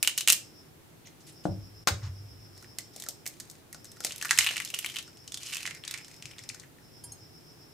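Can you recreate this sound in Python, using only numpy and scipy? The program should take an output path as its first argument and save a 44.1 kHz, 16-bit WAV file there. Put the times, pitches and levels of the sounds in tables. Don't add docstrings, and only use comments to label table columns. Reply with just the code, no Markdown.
import sys
import numpy as np
from scipy import signal
from scipy.fft import rfft, irfft, next_fast_len
from scipy.io import wavfile
from scipy.ndimage import uniform_filter1d

SR = 44100
rng = np.random.default_rng(int(sys.argv[2]) if len(sys.argv) > 2 else 0)


def natural_amplitude(level_db):
    exponent = np.asarray(level_db, float) / 20
    return 10 ** exponent


def generate_wav(sig):
    pcm = np.round(np.clip(np.atleast_2d(sig).T, -1, 1) * 32767).astype(np.int16)
    wavfile.write(sys.argv[1], SR, pcm)


N = 340893

# (time [s], snap level [dB], hollow pitch [Hz], hollow level [dB re snap],
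# top level [dB re snap])
SHELL_SNAPS = [(0.0278, -14, 2520, -2.5, 14), (0.0474, -35.5, 2960, 12.5, -8),
               (0.0744, -11.5, 2940, 1.8, 8.5), (0.0903, -33, 2920, -9, -4.5),
               (0.0993, -32, 2900, -7, -12.5), (0.1768, -21, 2800, -1.5, 17.5),
               (0.1795, -18, 2900, -5.5, -5), (0.1844, -18.5, 3130, -8, -2), (0.208, -20, 2900, -3, 6),
               (0.2751, -11, 2780, -1.3, 8), (0.2836, -11.3, 2850, 0.5, 14), (0.2905, -19, 2760, 0, -4.5),
               (0.2958, -12, 2850, -3.5, -2), (0.3005, -5, 2730, -3.5, 8), (0.3085, -29, 2870, -12, -0.5),
               (0.3232, -19, 3000, 0.5, 23.5), (0.3288, -13.5, 2940, -7, 11),
               (1.0714, -41.5, 2130, -3.5, -18.5), (1.4536, -45, 1400, 13, -21),
               (1.873, -15.5, 1400, 3, -28), (1.8852, -19.5, 1550, -1, -14), (2.5773, -43, 1990, -17, 7.5),
               (2.6252, -44, 1390, 0.5, 10), (2.7853, -23, 2030, -9, 7), (2.9622, -34.5, 3150, -9, 10),
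               (2.9793, -45, 2100, -10, -10), (2.9995, -32, 3500, -9, 10), (3.022, -30.5, 3530, -3.7, 7),
               (3.0375, -35, 1850, -4, 11), (3.0636, -34, 1380, -2.5, -21), (3.0867, -21, 3720, -7, 8.5),
               (3.2569, -39, 2290, 4, 8), (3.2637, -25, 2200, -4.5, 8), (3.275, -30.5, 2360, -21, 18.5),
               (3.3997, -30.5, 1700, -12, 8), (3.404, -31.5, 1980, -19, -4.5), (3.4992, -34.5, 3650, -9, 6),
               (3.512, -42.5, 3570, -20, 13), (3.7278, -36.5, 1990, -3.5, 16),
               (3.7454, -34.5, 1420, -4, -21), (3.8448, -40, 1723, -11, 13), (3.854, -38, 2060, -16, 0),
               (3.917, -42, 3600, -5.5, 13), (4.0045, -30, 1450, -5.5, 7), (4.0386, -31, 3600, -0.5, -11),
               (4.0474, -16, 2100, -10, 7.5), (4.1075, -35, 2826, 6.5, 8), (4.1208, -25, 3650, -5.5, -7),
               (4.16, -35, 3520, -1, 14), (4.1803, -35.5, 2990, -10, 14), (4.2128, -32.5, 2730, 4.5, 11),
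               (4.225, -21.3, 1720, -3, 2), (4.248, -24.5, 1390, 3, -7), (4.2535, -33, 1780, 8.5, 19),
               (4.2925, -31.5, 2730, 7.5, 5), (4.3088, -8.5, 1750, 0, -2), (4.3758, -26, 2720, 7, 15),
               (4.387, -4, 2030, -4, 1), (4.4066, -27.5, 2880, 12, -14.1), (4.416, -23, 2300, -14, -14),
               (4.4443, -26, 2760, 4.5, 14), (4.464, -23.2, 2690, 8, 6), (4.4696, -25.5, 2780, 12.5, 12),
               (4.489, -28, 2940, 10.5, -5), (4.509, -29, 2130, 5.5, -3), (4.5228, -39, 3070, 6, -12.6),
               (4.5592, -30, 2930, 5.5, -11), (4.567, -23, 2330, 3.5, 5), (4.5789, -25, 2850, 0, -18),
               (4.6009, -28, 2110, 7.5, 9), (4.6197, -32, 2760, 1, 6), (4.6489, -26, 3160, -18.5, 10),
               (4.659, -37, 3140, 3, -5), (4.6751, -35, 3400, 2, -2), (4.688, -33, 3450, -14, -3),
               (4.7017, -31.5, 2710, -1.5, 10), (4.74, -26, 2750, 4, -11), (4.744, -25, 2820, -0.5, 8),
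               (4.7886, -24.5, 2880, -1.5, 15), (4.8267, -39, 2710, 3, -1), (4.8453, -27, 2200, 6, 2),
               (4.861, -31.5, 3080, 9, 18), (4.8986, -34.5, 3090, 4, 9), (4.941, -36, 2120, -1, -16),
               (4.9591, -34.5, 3100, 8, 15), (4.9668, -27, 2840, 2.5, -3), (4.9858, -25, 3080, -0.5, -20),
               (5.026, -39.5, 2800, -15, 11), (5.078, -42.5, 1400, -0.5, -11.4),
               (5.171, -42.5, 2880, -10, -19), (5.277, -30, 2950, -8, -11),
               (5.3205, -27.5, 3550, -2.5, -11.5), (5.3429, -22.5, 3370, -5, -8.8),
               (5.373, -30, 3480, 0, 3), (5.4315, -32, 3100, -6, -14), (5.4633, -32, 3030, -24, -14.2),
               (5.469, -29, 2910, -6, -15), (5.4981, -38, 2830, 0, 9), (5.531, -31, 2780, 4, -4),
               (5.536, -24.5, 2720, -1, -25), (5.5464, -27.5, 3070, -18, 8), (5.5556, -25.5, 2600, -1, -10),
               (5.5684, -25, 2620, -2, 5), (5.5804, -43, 3200, 9, -12), (5.6297, -29.5, 2600, -4, 2),
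               (5.654, -32, 2100, 9, -11.9), (5.6634, -25, 3070, -3, -15), (5.6748, -27, 1970, 1.5, -12.4),
               (5.7088, -33, 2150, 4.5, -11.1), (5.7487, -36.5, 2240, -9, 4), (5.8377, -47, 3150, 13, 2),
               (5.8498, -30.5, 2000, -13, -14), (5.878, -25.5, 3760, -0.5, -19),
               (5.9104, -26.5, 3820, 1.5, 9.5), (5.9398, -25, 2210, -1.2, -19),
               (5.9757, -32, 2220, -4, -14), (5.9847, -38, 2600, -1.5, 2), (6.0463, -37, 3080, -6.8, -17),
               (6.082, -40, 1850, -7, 4), (6.1133, -42, 2240, -5, -4), (6.224, -33.5, 2650, -2, -10.4),
               (6.2554, -30.5, 2510, -4, -19), (6.3106, -43, 2340, 1, -14), (6.383, -37, 3670, 4.5, -13.5),
               (6.3908, -34, 2050, -5.5, -17), (6.437, -37.5, 1950, -8, -13), (6.3337, -53, 2460, 10, -6),
               (6.4905, -24, 2210, -30, -31), (6.4986, -35, 2350, 3, -24), (6.5454, -35, 1525, -8.5, -9.6),
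               (6.5978, -35, 3220, -18, -18), (6.635, -50, 1770, 7, -5), (6.785, -59, 1900, 7.5, -10)]
# (time [s], left minus right [dB])
HAND_POSITIONS = [(0, -1), (1.3, -3), (1.87, 9.5), (2.1, -0.5), (4.0, 0.4), (5.8, -1.3), (6.5, 5)]
PAN_SCATTER_DB = 3.5
# (start [s], end [s], crunch level [dB], hollow pitch [Hz],
# hollow level [dB re crunch])
SQUEEZES = [(0.039, 0.12, -58, 2850, -22), (0.175, 0.217, -39, 3030, -18), (0.279, 0.333, -52, 2960, -3),
            (2.56, 2.646, -58, 2000, -15), (2.939, 3.046, -52.5, 2170, -11), (3.248, 3.6, -61.5, 2270, -15),
            (3.718, 3.99, -72, 2100, -12), (4.037, 4.1, -37.5, 2790, -10), (4.11, 4.206, -54.5, 2490, 5),
            (4.216, 4.3, -41.5, 1820, -10), (4.31, 4.396, -34.5, 1970, -9), (4.409, 4.525, -34, 2750, -4),
            (4.54, 4.707, -47, 2660, -7), (4.737, 4.92, -43, 2720, -9), (4.947, 5.004, -43, 3000, -3),
            (5.058, 5.3, -68.5, 2600, -2), (5.405, 5.536, -42.5, 3080, -5), (5.524, 5.693, -47, 2600, -2),
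            (5.697, 5.775, -52, 2100, 0.5), (5.84, 6.006, -56, 2250, 7.5), (6.02, 6.18, -57.5, 2520, -4.5),
            (6.199, 6.47, -67, 2410, 6), (6.49, 6.652, -65.5, 2050, 5.5)]
GRIP_S, LET_GO_DB_PER_S = 0.02, 597.5
MEAN_SQUEEZE_DB = -55
FAINT_PER_S, FAINT_DB, FAINT_FOLLOWS, FAINT_SCATTER_DB = 20, -44.5, 0.47, 4
FAINT_HOLLOW_DB, FAINT_TOP_DB, COLOUR_SCATTER_DB, HOLLOW_SCATTER = -4, 0, 3.5, 0.34
# (frequency [Hz], level [dB])
SHELL_SPECTRUM = [(500, -36.5), (800, -24), (1200, -23.5), (2000, -16), (4000, 11), (7300, 5.5),
                  (11000, 2.5), (15500, -9)]
# (frequency [Hz], level [dB])
SMASH_SPECTRUM = [(400, -8), (800, 2), (1400, 2), (2500, -5), (4500, 0), (7000, -7), (10000, -15),
                  (15500, -12), (17000, -50)]
SMASH_S, SMASH_DB, SMASH_HOLD_S, SMASH_DB_PER_S = 1.8728, -22, 0.012, 1300
# (time [s], peak level [dB], brightness [dB per octave])
KNOCKS = [(0.028, -40, 17), (0.0745, -48.5, 17), (0.177, -47, 17.5), (0.276, -38, 16), (0.301, -34, 17.5),
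          (0.325, -42, 14), (1.454, -16, 1), (1.872, -20.5, 15), (2.785, -44.5, 5), (2.963, -43, 16),
          (3.022, -47, 14), (3.064, -45.5, 20), (3.087, -40.5, 18), (3.263, -45, 11), (3.746, -46, 17),
          (4.004, -41, 30), (4.049, -31.5, 33), (4.224, -47, 7), (4.388, -41, 18), (4.508, -37.5, 25),
          (4.568, -52, -6), (4.6, -64, 14), (4.735, -43, 12), (4.846, -46, 7), (5.674, -44.5, 17)]
# (frequency [Hz], level [dB], time to fall 60 dB [s])
TABLE_MODES = [(191, 6.5, 0.12), (315, 5.5, 0.08), (363, 6, 0.031), (569, 3, 0.06), (667, 16, 0.016),
               (755, 1.5, 0.044), (797, -39, 0.035), (1330, -24, 0.049)]
# (time [s], level [dB])
WHISK_TOUCHES = [(7.038, -29.5), (7.1198, -31.5)]
# (frequency [Hz], first touch level [dB], second touch level [dB], time to fall 60 dB [s])
GLASS_MODES = [(522, -21.5, -31, 0.25), (795, -21, -18, .12), (955, -18.5, -30, 0.23),
               (1610, -23, -33, 0.28), (3180, -17, -25, 0.14), (4280, -20, -13, 0.14),
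               (4870, -4.5, -20, 0.047), (6350, -12, -22.5, 0.079), (6550, -10, 10.5, 0.025),
               (7200, -7.5, -24, 0.08), (8100, -23, -51, 0.14), (8150, -19.5, 2, 0.041),
               (8705, -3, -22, 0.11), (9830, -6, 0, 0.084), (10200, -0.5, -25, 0.11),
               (11500, -12, -11, 0.07), (12100, -11, -20, 0.07), (13400, -20, -22, 0.07)]
# (start [s], end [s], level [dB], low edge [Hz], high edge [Hz])
BRUSHES = [(1.058, 1.077, -54.5, 5300, 6840), (1.05, 1.083, -59.5, 1900, 4200),
           (1.205, 1.216, -59, 3000, 9000), (1.268, 1.298, -53, 1980, 11500),
           (1.323, 1.328, -61, 6500, 11500), (1.44, 1.466, -54.5, 2300, 9600),
           (2.03, 2.07, -54, 2960, 7400), (2.02, 2.08, -55.5, 696, 2560)]
# (frequency [Hz], time to fall 60 dB [s])
ROOM_DECAY = [(150, 0.52), (700, 0.24), (2000, 0.24), (5000, 0.29), (13000, 0.19)]
# (time of its crest [s], level [dB])
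SHUDDERS = [(1.499, -29.5), (1.585, -41.5), (1.8, -67), (1.922, -29.5), (2.039, -34), (2.078, -37),
            (2.21, -49), (4.385, -48), (6.25, -51), (6.42, -55), (7.08, -49), (7.22, -61)]
SHUDDER_RISE_S, SHUDDER_DB_PER_S, LINGER_DB, LINGER_DB_PER_S = 0.024, 335, -18, 35
# (start [s], end [s], time of one crest [s])
INSECT_PHRASES = [(-.2, 0.72, .585), (1.2, 3.258, 2.18), (3.69, 5.6, 5.08), (5.6, 6.62, 6.17),
                  (6.78, 8.0, 7.365)]
THROBS_PER_S, SONG_DB, THROB_DB = 7.6, -56.5, 7.5
# (frequency [Hz], level [dB])
HUM_SPECTRUM = [(15, -26), (25, -15.5), (53, -13.5), (97, -2.5), (161, -1), (190, -9), (344, -5.5),
                (560, -14.5), (775, -14.5), (887, -16), (962, -18), (4490, -25), (4870, -26),
                (14000, -27.5), (16000, -26)]
HUM_DB = -54.5
# (frequency [Hz], likeness [0 = unrelated, 1 = identical])
HUM_LIKENESS = [(60, .6), (180, .55), (400, .25), (800, 0), (15000, 0)]
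# (start [s], end [s], change [dB])
BACKGROUND_DIP = (1.84, 1.869, -11)


def rms_one(x):
    return x / np.sqrt(np.mean(x ** 2) + 1e-20)


def peak_one(x):
    return x / (np.abs(x).max() + 1e-12)


def energy_one(x):
    return x / np.sqrt(np.sum(x ** 2) / len(np.atleast_2d(x)) + 1e-20)


def at_hz(points, hz):
    curve_hz, values = np.transpose(points)
    return np.interp(np.log(np.maximum(hz, 1)), np.log(curve_hz), values)


def colour(x, spectrum):
    size = x.shape[-1]
    gain = natural_amplitude(at_hz(spectrum, np.fft.rfftfreq(size, 1 / SR)))
    return irfft(rfft(x) * gain, size)


def band(x, low_hz, high_hz):
    return signal.sosfilt(signal.butter(2, [low_hz, high_hz], "band", fs=SR, output="sos"), x)


def ring(x, hz, t60):
    r, w = natural_amplitude(-60 / (t60 * SR)), 2 * np.pi * hz / SR
    return signal.lfilter([0, np.sin(w)], [1, -2 * r * np.cos(w), r * r], x + 1e-18)


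def swell(start, end, rise_s, fall_db_per_s):
    t = np.arange(N) / SR
    rise = np.clip(1 + (t - start) / rise_s, 0, 1) ** 2
    return rise * natural_amplitude(-fall_db_per_s * np.maximum(t - end, 0))


def stereo_noise(apart):
    shared, left, right = rng.standard_normal((3, N))
    return shared + apart * np.array([left, right])


def alike_noise(size, alike):
    shared, left, right = rng.standard_normal((3, size))
    return np.sqrt(alike) * shared + np.sqrt(1 - alike) * np.array([left, right])


def snaps(edge_db=13.5, hollow_db=14.5, body_db=6.5, top_db=1.5, after=0.36, after_s=0.0053, apart=0.33, top_apart=2.9):
    size = 1000
    out, t = np.zeros((2, N + size)), np.arange(size) / SR
    decay = np.exp(-t / 0.00096) + after * np.exp(-t / after_s)
    shape = decay * (1 - np.exp(-t / 0.00011))
    breaks = SHELL_SNAPS + faint_snaps()
    tears = rfft(rng.standard_normal((len(breaks), 3, size)) * shape)
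    tears = irfft(tears / np.sqrt(uniform_filter1d(np.abs(tears) ** 2, size=9)))
    sway = PAN_SCATTER_DB * rng.standard_normal(len(breaks))
    for (s, db, hz, low_db, high_db), tear, off_db in zip(breaks, tears, sway):
        pan_db = np.interp(s, *np.transpose(HAND_POSITIONS)) + off_db
        edge = natural_amplitude(edge_db) * energy_one(band(tear[0] + apart * tear[1:], 3900, 8150))
        top = natural_amplitude(high_db + top_db) * energy_one(band(tear[0] + top_apart * tear[1:], 7200, 15000))
        hollow = natural_amplitude(hollow_db) * energy_one(ring(tear[0], hz, 16 / hz))
        body = natural_amplitude(body_db) * energy_one(band(tear[1], 0.97 * hz, 1.47 * hz))
        gain = natural_amplitude(db + np.array([[.5], [-.5]]) * pan_db)
        at = round(s * SR)
        out[:, at:at + size] += gain * (edge - top + natural_amplitude(low_db) * (hollow + body))
    return band(band(out[:, :N], 1105, 20000), 750, 21000)


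def faint_snaps():
    rows = []
    for start, end, squeeze_db, hz, _ in SQUEEZES:
        gaps, chance = rng.exponential(1, size=12), rng.standard_normal((12, 4))
        times = start + np.cumsum(gaps) / FAINT_PER_S
        middle_db = FAINT_DB + FAINT_FOLLOWS * (squeeze_db - MEAN_SQUEEZE_DB)
        for s, (a, b, c, d) in zip(times, chance):
            if s < end:
                snap_db = middle_db + FAINT_SCATTER_DB * a
                hollow_hz = hz * np.exp(HOLLOW_SCATTER * b)
                hollow_db = FAINT_HOLLOW_DB + COLOUR_SCATTER_DB * c
                top_db = FAINT_TOP_DB + COLOUR_SCATTER_DB * d
                rows.append((s, snap_db, hollow_hz, hollow_db, top_db))
    return rows


def crunch(per_s=2500., spread_db=2.5, lift_db=-10.5, apart=0.94, clump_db=3.0):
    level, hollow_hz, hollow_db = squeezing()
    sizes = natural_amplitude(spread_db * np.minimum(rng.exponential(1, N), 3)) * (rng.random(N) < per_s / SR)
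    sizes *= natural_amplitude(clump_db * rms_one(uniform_filter1d(rng.standard_normal(N), size=500)))
    tearing = signal.lfilter([1], [1, -.96], sizes)
    shared, left, right = tearing * rng.standard_normal((3, N))
    out = colour(shared + apart * np.array([left, right]), SHELL_SPECTRUM)
    out /= np.std(band(out, 6200, 12000))
    for hz in np.geomspace(1400, 3400, 10):
        near = np.exp(-.5 * (np.log(hollow_hz / hz) / .1) ** 2)
        resonance = rms_one(band(ring(shared, hz, 14 / hz), 1100, 5000))
        out += natural_amplitude(hollow_db) * near * resonance
    return level * natural_amplitude(lift_db) * out


def squeezing():
    gains = np.array([natural_amplitude(db) * swell(start, end, GRIP_S, LET_GO_DB_PER_S)
                      for start, end, db, _, _ in SQUEEZES]) + 1e-9
    level = gains.sum(axis=0)
    hollow_hz, hollow_db = np.array(SQUEEZES)[:, 3:].T @ gains / level
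    return level, hollow_hz, hollow_db


def smash(apart=0.69):
    noise = rms_one(colour(stereo_noise(apart), SMASH_SPECTRUM))
    return natural_amplitude(SMASH_DB) * swell(SMASH_S, SMASH_S + SMASH_HOLD_S, .0004, SMASH_DB_PER_S) * noise


def knocks(contact_s=0.00017):
    out, t = np.zeros(N), np.arange(200) / SR
    for s, db, bright_db in KNOCKS:
        push = np.zeros(N)
        push[round(s * SR):][:200] = peak_one(t * np.exp(-t / contact_s))
        body = np.zeros(N)
        for hz, mode_db, t60 in TABLE_MODES:
            body += natural_amplitude(mode_db + bright_db * np.log2(hz / 500)) * ring(push, hz, t60)
        out += natural_amplitude(db) * peak_one(band(body, 117.0, 6000))
    return out


def whisk(level_db=-9.5):
    out = np.zeros(N)
    times, touch_db = np.transpose(WHISK_TOUCHES)
    for hz, first_db, second_db, t60 in GLASS_MODES:
        clicks = np.zeros(N)
        clicks[np.round(times * SR).astype(int)] = natural_amplitude(touch_db + [first_db, second_db] + level_db)
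        out += ring(clicks, hz, t60)
    moments = [s + d for s in times for d in (-.001, 0, .003)]
    return out * np.interp(np.arange(N) / SR, moments, [1, .2, 1] * 2)


def brushes(rise_s=0.0043, fall_db_per_s=700, apart=0.64):
    noise, out = stereo_noise(apart), np.zeros((2, N))
    for start, end, db, low_hz, high_hz in BRUSHES:
        puff = rms_one(band(band(noise, low_hz, high_hz), low_hz, high_hz))
        out += natural_amplitude(db) * swell(start, end, rise_s, fall_db_per_s) * puff
    return out


def room(x, gap_s=0.00042, alike=0.32):
    t, tail = np.arange(22000) / SR, 0
    for hz in 100 * 2. ** np.arange(8):
        noise = band(alike_noise(len(t), alike), hz / np.sqrt(2), min(hz * np.sqrt(2), 18000))
        tail = tail + noise * natural_amplitude(-60 * t / at_hz(ROOM_DECAY, hz))
    tail = tail * np.clip(t / gap_s - .5, 0, 1)
    tail /= np.sqrt(np.sum(tail ** 2) / 2)
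    return signal.fftconvolve(x[None], tail, axes=1)[:, :N]


def boom(centre_hz=101.9, t60=0.27):
    wave = band(ring(rng.standard_normal(N), centre_hz, t60), 47, 132)
    jolts = np.zeros(N)
    for s, db in SHUDDERS:
        quick = swell(s, s, SHUDDER_RISE_S, SHUDDER_DB_PER_S)
        linger = natural_amplitude(LINGER_DB) * swell(s, s, SHUDDER_RISE_S, LINGER_DB_PER_S)
        jolts += natural_amplitude(db) * (quick + linger)
    size = uniform_filter1d(np.abs(signal.hilbert(wave, next_fast_len(N))[:N]), size=900)
    return band(jolts * rms_one(wave / (size + 0.33 * size.mean())), 50, 226)


def insect(alike=0.42):
    t, level = np.arange(N) / SR, np.zeros(N)
    for start, end, crest in INSECT_PHRASES:
        gate = np.clip((t - start) / 0.13, 0, 1) * np.clip((end - t) / 0.098, 0, 1)
        throb = np.sin(np.pi * THROBS_PER_S * (t - crest)) ** 2
        level += gate * natural_amplitude(SONG_DB - THROB_DB * throb)
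    return level * rms_one(band(band(alike_noise(N, alike), 5040, 5600), 4550, 5740))


def hum():
    mid, side = rfft(rng.standard_normal((2, N)))
    hz = np.fft.rfftfreq(N, 1 / SR)
    alike = np.clip(at_hz(HUM_LIKENESS, hz), -1, 1)
    pair = np.sqrt(1 + alike) * mid + np.sqrt(1 - alike) * side * np.array([[1], [-1]])
    return natural_amplitude(HUM_DB) * rms_one(irfft(pair * natural_amplitude(at_hz(HUM_SPECTRUM, hz)), N))


def scene():
    thuds = knocks()
    near = snaps() + crunch() + whisk() + brushes() + smash()
    panned_thuds = thuds * natural_amplitude(np.array([[2.5], [-2.5]]))
    reflections = room(natural_amplitude(-8.0) * near.mean(axis=0) + natural_amplitude(-3.0) * thuds)
    t = np.arange(N) / SR
    start, end, change_db = BACKGROUND_DIP
    dip = natural_amplitude(change_db * uniform_filter1d(1. * (t > start) * (t < end), size=200))
    background = dip * (boom() + insect() + hum())
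    return near + panned_thuds + reflections + background


def top_cut(x):
    return signal.sosfilt(signal.butter(12, 16660, fs=SR, output="sos"), x)


def record(dry):
    rounded = dry / (1 + np.abs(dry) ** 4) ** .25
    mix = signal.sosfilt(signal.cheby2(10, 60, 16700, fs=SR, output="sos"), rounded)
    return top_cut(mix)


dry = scene()
out = record(dry)
generate_wav(out)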